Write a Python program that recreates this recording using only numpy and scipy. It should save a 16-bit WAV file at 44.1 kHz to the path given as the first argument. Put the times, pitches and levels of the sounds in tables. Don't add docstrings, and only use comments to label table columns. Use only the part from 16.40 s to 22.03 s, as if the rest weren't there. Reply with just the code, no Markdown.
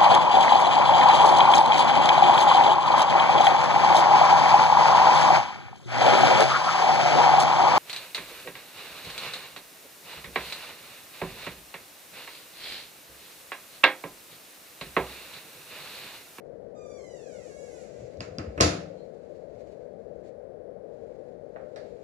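import sys
import numpy as np
from scipy import signal
from scipy.fft import rfft, irfft, next_fast_len
from scipy.io import wavfile
from scipy.ndimage import uniform_filter1d

SR = 44100
rng = np.random.default_rng(int(sys.argv[2]) if len(sys.argv) > 2 else 0)


def wrap_up_sound(samples):
    columns = np.atleast_2d(samples).T
    tamed = np.clip(columns, -1, 1)
    steps = np.round(tamed * 32767).astype(np.int16)
    wavfile.write(sys.argv[1], SR, steps)


N = 248283
T = np.arange(N) / SR
SIDES = np.array([[1], [-1]])
TOP_HZ = 15500

# frequency in Hz, strength in dB per Hz.
HUM_TONE = [(25, -30), (45, -18.5), (65, -11.5), (100, -14), (180, -9), (290, -12), (380, -5.5), (480, 2.5),
            (600, -1.5), (700, -11), (850, -21.5), (1000, -36.5), (2000, -78)]
# frequency in Hz, strength in dB per Hz.
AIR_TONE = [(50, 8.5), (480, 0.5), (780, -10), (1000, 3), (1300, -1.5), (1550, 1), (2000, -5), (2800, -17),
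            (4500, -18), (8500, -29), (9900, -19.5), (10700, -35.5), (14000, -42)]
# middle in seconds, length in seconds, level in dB.
SLEEVE_STROKES = [(0.15, 0.42, -82.5), (1.9, 1.5, -68), (3.009, 0.48, -78), (3.27, 0.25, -71),
                  (3.7, 0.54, -80), (3.868, 0.053, -68.5), (4.561, .12, -78), (4.78, 0.39, -76),
                  (5.58, 0.62, -71)]
# frequency in Hz, strength in dB.
CLOTH_TONE = [(1000, -8), (2200, 6), (3200, -2.5), (4300, 2), (5500, -5), (7200, -2.5), (8500, -14.5),
              (11000, -19.5), (13000, -25)]
# time in seconds, slips per second in Hz.
HINGE_SLIPS = [(0.344, 1239), (0.566, 1146), (0.584, 1074), (0.736, 962), (1.102, 545.6), (1.238, 566.6),
               (1.306, 507), (1.348, 504), (1.424, 446.7), (1.476, 385.3), (1.56, 393.4), (1.608, 377),
               (1.7, 301)]
# frequency in Hz, strength in dB.
HINGE_TONE = [(500, -32), (1100, -5.5), (1600, 0.5), (2200, 4), (3300, -6.5), (4900, -3), (6100, 1.5),
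              (7300, 3.5), (8200, -11.5), (10800, -13.5), (11800, -25.5), (12600, -26), (14000, -39)]
# start in seconds, level in dB, pitch in Hz, length in seconds.
SOFT_THUMPS = [(1.567, -46.5, 116, 0.09), (1.760, -42.5, 106, 0.075), (1.839, -45.5, 116.5, 0.13),
               (1.975, -39, 145, 0.03), (2.063, -38.5, 80.5, 0.025), (3.147, -60.5, 80, 0.055),
               (3.801, -62, 130.4, 0.079), (3.93, -59.5, 74.3, 0.053), (4.57, -59.5, 80, 0.086)]
# start in seconds, then the levels in dB of the panel's boom,
# the wood's knock and the metal's snap.
DOOR_BLOWS = [(1.771, -56, -75.5, -71.5), (1.805, -54, -43, -49.5), (1.985, -40, -41.5, -54.5),
              (2.177, -32.5, -40.5, -64), (2.203, -27.5, -23.5, -49.5), (2.208, -25, -26.5, -22),
              (2.2222, -26.5, -33, -35.5), (2.2347, -32, -41, -44.5)]
# pitch in Hz, level in dB, seconds to fade by 60 dB.
PANEL_MODES = [(62.4, -5.5, 0.24), (92.8, 3, 0.41), (106.2, 0.5, .25), (162.6, 0, 0.76), (185.6, 0.5, 0.84),
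               (245.6, -3, 0.26), (297, 4.5, 0.66), (310, 3.5, 0.45)]
# frequency in Hz, strength in dB.
CARCASS_TONE = [(30, -22.5), (60, -6), (95, 6), (130, -3.5), (220, -8.5), (310, -3), (420, -15),
                (900, -31.5), (2000, -63.5)]
# frequency in Hz, strength in dB.
WOOD_CRACK_TONE = [(150, -9), (310, 5), (430, 2), (650, 2), (900, -8), (1250, -2.5), (1650, -6), (2100, -6),
                   (2700, -5.5), (3600, -29), (6000, -29), (12000, -48)]
# pitch in Hz before a small random shift,
# level in dB, seconds to fade by 60 dB.
FRAME_MODES = [(462, -1, 0.43), (602.2, 8, 0.22), (652, -9, 0.6), (698, -3, 0.63), (1060, 9.5, 0.23),
               (1266, -5, .33), (1307, 4, .35), (1610, -21, .3), (1762, -7, .2), (2240, -8, .22),
               (2663, -2, .2)]
# frequency in Hz, strength in dB.
METAL_SNAP_TONE = [(1200, -27.5), (2800, -2), (4600, 6), (6000, 2.5), (7100, 4), (8000, -12),
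                   (10500, -12.5), (11800, -32.5), (13800, -27), (16000, -41.5)]
# pitch in Hz before a small random shift,
# level in dB, seconds to fade by 60 dB.
CATCH_MODES = [(4060, 2.5, 0.16), (4733, 3.5, .18), (5243, -4.5, 0.12), (6120, -6.5, .12), (6255, -4, .15),
               (6800, -3.5, 0.123)]
# start in seconds, level in dB, pitch in Hz.
SPRING_PINGS = [(1.8062, -49.5, 2662), (1.8060, -48, 4830), (1.9844, -43, 4940), (2.2100, -30.5, 5975)]
# start in seconds, level in dB, brightness limit in Hz,
# pitch of the wood in Hz.
LIGHT_KNOCKS = [(5.160, -45.5, 2150, 1330), (5.360, -47.5, 8850, 1866)]
# frequency in Hz, strength in dB.
KNOCK_TONE = [(200, -7.5), (600, 12), (1000, -7.5), (1800, -3.5), (3000, -10.5), (4500, -2.5),
              (7000, -18.5), (10500, -24), (13000, -28)]
# frequency in Hz, seconds to fade by 60 dB.
HALL_FADES = [(100, 0.6), (500, .52), (1500, .46), (4000, 0.38), (7000, 0.33), (13000, 0.33)]
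# frequency in Hz, left minus right in dB.
EAR_BALANCE = [(220, 1), (330, 3.5), (550, 16.5), (950, 6), (1350, -9.5), (2000, -7.5), (2800, 2),
               (3800, -2), (5000, 1.5), (6500, 1.5), (9000, -10.5), (13000, -1)]

SQUEAL_DB, BITE_S, BITE_DB = -60.5, 0.11, 7
STALL_HZ, STALL_DB_PER_OCTAVE = 460, 17.5
EVEN_PERCENT, RAGGED_PERCENT, RAGGED_POWER = .42, .6, 4.3
SHARP_DB, SHARP_PER_DB, SHARP_DB_PER_OCTAVE = 5, 2.1, 6.5
WHISTLE_POWER = 10.3


def amp(db):
    return 10 ** (np.asarray(db) / 20)


def unit(x):
    return x / np.sqrt(np.mean(x ** 2))


def burst(x):
    return unit(x) / np.sqrt(20)


def curve(rows):
    return np.interp(T, *np.transpose(rows))


def at_hz(points, f):
    hz, value = np.transpose(points)
    return np.interp(np.log(f + 1), np.log(hz), value)


def colour(x, points):
    n = x.shape[-1]
    size = 2 * next_fast_len(n // 2 + 2048)
    f = np.arange(size // 2 + 1) * SR / size
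    cepstrum = irfft(np.log(amp(at_hz(points, f))))
    cepstrum[1:size // 2] *= 2
    cepstrum[size // 2 + 1:] = 0
    return irfft(rfft(x, size) * np.exp(rfft(cepstrum)))[..., :n]


def fade(t60):
    return np.exp(-np.log(1000) * T[:SR] / t60)


def walk(rate):
    k = max(int(SR / rate), 1)
    steps = np.repeat(rng.standard_normal(N // k + 1), k)
    return unit(uniform_filter1d(steps, k)[:N])


def add(track, s, sound):
    i = int(s * SR)
    track[..., i:i + sound.shape[-1]] += sound[..., :N - i]


def ports(x, lag_s=.00035):
    lag = int(lag_s * SR)
    return np.array([np.pad(x, (lag, 0))[:len(x)], x])


def hallway(gap_s=.004, shared_hz=420):
    f = np.arange(SR // 2 + 1)
    mid, side = rfft(rng.standard_normal((2, SR)))
    apart = f ** 4 / (f ** 4 + shared_hz ** 4)
    field = mid * np.sqrt(2 - apart) + SIDES * side * np.sqrt(apart)
    hz, t60 = np.transpose(HALL_FADES)
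    tail = sum(irfft(field * at_hz(np.c_[hz, share], f)) * fade(t)
               for share, t in zip(np.eye(len(hz)), t60))
    tail = tail * np.clip(T[:SR] / gap_s - 1, 0, 1)
    return tail / np.sqrt(np.sum(tail ** 2) / 2)


def in_room(x, tail, wet_db):
    echo = signal.fftconvolve(x[None], tail, axes=1)[:, :N]
    return (ports(x) + amp(wet_db) * echo) / np.hypot(1, amp(wet_db))


def ring(modes, detune=0):
    total = np.zeros(SR)
    for k, (hz, db, t60) in enumerate(modes):
        pitch = hz * (1 + detune * rng.standard_normal())
        tone = np.sin(2 * np.pi * pitch * T[:SR])
        total += amp(db) * fade(t60) * tone * (-1) ** k
    return burst(total)


def crack(points, t60, wet_db):
    direct = ports(unit(rng.standard_normal(SR) * fade(t60)))
    return burst(colour(direct + amp(wet_db) * unit(hallway()), points))


def background(left_db=-39.0, right_db=-77, air_db=-66):
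    hum = unit(colour(rng.standard_normal(N), HUM_TONE)) * amp(0.27 * walk(6.1))
    air = unit(colour(rng.standard_normal((2, N)), AIR_TONE))
    return hum * amp([[left_db], [right_db]]) + air * amp(air_db + SIDES * 0.61)


def sleeve(grain_db=1.5):
    power = sum(amp(db) ** 2 * np.exp(-(2 * (T - s) / length_s) ** 2)
                for s, length_s, db in SLEEVE_STROKES)
    cloth = unit(colour(rng.standard_normal((2, N)), CLOTH_TONE))
    return cloth * np.sqrt(power) * amp(grain_db * walk(60))


def grip(hz):
    biting = np.clip(1 - (T - HINGE_SLIPS[0][0]) / BITE_S, 0, 1)
    return -BITE_DB * biting - STALL_DB_PER_OCTAVE * np.maximum(np.log2(STALL_HZ / hz), 0)


def hinge(waver=0.66, flutter_db=0.5, attack_s=0.0087, rasp_db=-19, whistle_db=7, top_hz=8000):
    rate = curve(HINGE_SLIPS)
    grip_db = grip(rate)
    ragged = EVEN_PERCENT + RAGGED_PERCENT * (STALL_HZ / rate) ** RAGGED_POWER
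    hz = rate * (1 + ragged / 100 * (walk(400) + waver * walk(45)))
    phase = 2 * np.pi * np.cumsum(hz) / SR

    count = np.floor(TOP_HZ / hz)
    pulses = np.sin((count + .5) * phase) / (2 * np.sin(phase / 2) + 1e-12) - .5
    pulses = pulses / np.sqrt(count / 2)
    rasp = unit(rng.standard_normal(N) * (1 + np.cos(phase))) * ragged
    voice = colour(pulses + amp(rasp_db) * rasp, HINGE_TONE)

    high_pass = signal.butter(4, top_hz, "highpass", fs=SR, output="sos")
    top = signal.sosfiltfilt(high_pass, voice)
    sharp_db = SHARP_DB + SHARP_PER_DB * grip_db - SHARP_DB_PER_OCTAVE * np.log2(rate / STALL_HZ)
    voice = unit(voice + (amp(sharp_db) - 1) * top)

    whistle = amp(whistle_db) * (rate / rate.max()) ** WHISTLE_POWER * np.sin(phase)
    starting = np.clip((T - HINGE_SLIPS[0][0]) / attack_s, 0, 1)
    stopping = np.clip((HINGE_SLIPS[-1][0] - T) / attack_s, 0, 1)
    level = amp(SQUEAL_DB + grip_db + flutter_db * walk(40))
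    return (voice + whistle) * starting * stopping * level


def cupboard(tail, t60=0.094, early_db=0):
    early = hallway() * fade(t60)
    both = tail + amp(early_db) * early / np.sqrt(np.sum(early ** 2) / 2)
    return both / np.sqrt(np.sum(both ** 2) / 2)


def thumps():
    out = np.zeros(N)
    for s, db, hz, length_s in SOFT_THUMPS:
        push = rng.standard_normal(SR) * np.sin(np.pi * np.minimum(T[:SR] / length_s, 1))
        band = signal.butter(2, [hz / 1.5, hz * 1.6], "bandpass", fs=SR, output="sos")
        add(out, s, amp(db) * burst(signal.sosfilt(band, push)))
    return out


def door(tail, dulling=0.33, shove_hz=108):
    out, spring = np.zeros((2, N)), np.zeros(N)
    hardest_db = max(row[3] for row in DOOR_BLOWS)
    leaf = ports(amp(-7.0) * ring([(shove_hz, 0, .04)]) + amp(-3.5) * ring(PANEL_MODES))
    for s, boom_db, wood_db, metal_db in DOOR_BLOWS:
        boom = leaf + amp(-3.5) * crack(CARCASS_TONE, t60=.2, wet_db=-5.5)
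        add(out, s, amp(boom_db) * boom)

        frame = ports(ring(FRAME_MODES, detune=0.0052))
        wood = crack(WOOD_CRACK_TONE, t60=.05, wet_db=2.0) + amp(-7.5) * frame
        add(out, s, amp(wood_db) * wood)

        catch = ports(ring(CATCH_MODES, detune=0.0018))
        snap = crack(METAL_SNAP_TONE, t60=0.017, wet_db=-1.0) + amp(-10.5) * catch
        softness = [(7000, 0.0058), (14000, dulling * (metal_db - hardest_db))]
        add(out, s, amp(metal_db) * colour(snap, softness))
    for s, db, hz in SPRING_PINGS:
        add(spring, s, amp(db) * ring([(hz, 0, .008)]))
    spring = colour(spring, [(7000, -1.5), (13000, -21.5)])
    return out + in_room(spring, tail, wet_db=-13)


def squeak(s=2.555, length_s=0.053, hz=4220, db=-62, waver=0.0239, low_hz=3200, low_db=-11):
    swell = np.sin(np.pi * np.clip((T - s) / length_s, 0, 1))
    turn = 2 * np.pi * np.cumsum(1 + waver * walk(820)) / SR
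    return amp(db) * swell * (np.sin(hz * turn) + amp(low_db) * np.sin(low_hz * turn))


def knocks(wood_db=6):
    out = np.zeros((2, N))
    for s, db, bright_hz, wood_hz in LIGHT_KNOCKS:
        soft = signal.butter(4, bright_hz, fs=SR, output="sos")
        resonance = [(wood_hz / 2.7, 0), (wood_hz, wood_db), (wood_hz * 1.34, 0)]
        clack = colour(crack(KNOCK_TONE, t60=0.042, wet_db=1), resonance)
        add(out, s, amp(db) * burst(signal.sosfilt(soft, clack)))
    return out


def scene():
    tail = hallway()
    creak = amp(2.0) * in_room(hinge(), cupboard(tail), wet_db=6.0)
    small = in_room(squeak(), tail, wet_db=9) + in_room(thumps(), tail, wet_db=-10.5)
    sounds = sleeve() + creak + small + door(tail) + knocks()
    heard = [colour(ear, [(hz, side * db / 2) for hz, db in EAR_BALANCE])
             for ear, side in zip(sounds, (1, -1))]
    return np.array(heard) + background()


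def record(dry):
    bass_cut = signal.butter(4, 48, "highpass", fs=SR, output="sos")
    top_cut = signal.ellip(8, .2, 70, TOP_HZ, fs=SR, output="sos")
    return signal.sosfilt(top_cut, signal.sosfilt(bass_cut, dry))


dry = scene()
out = record(dry)
wrap_up_sound(out)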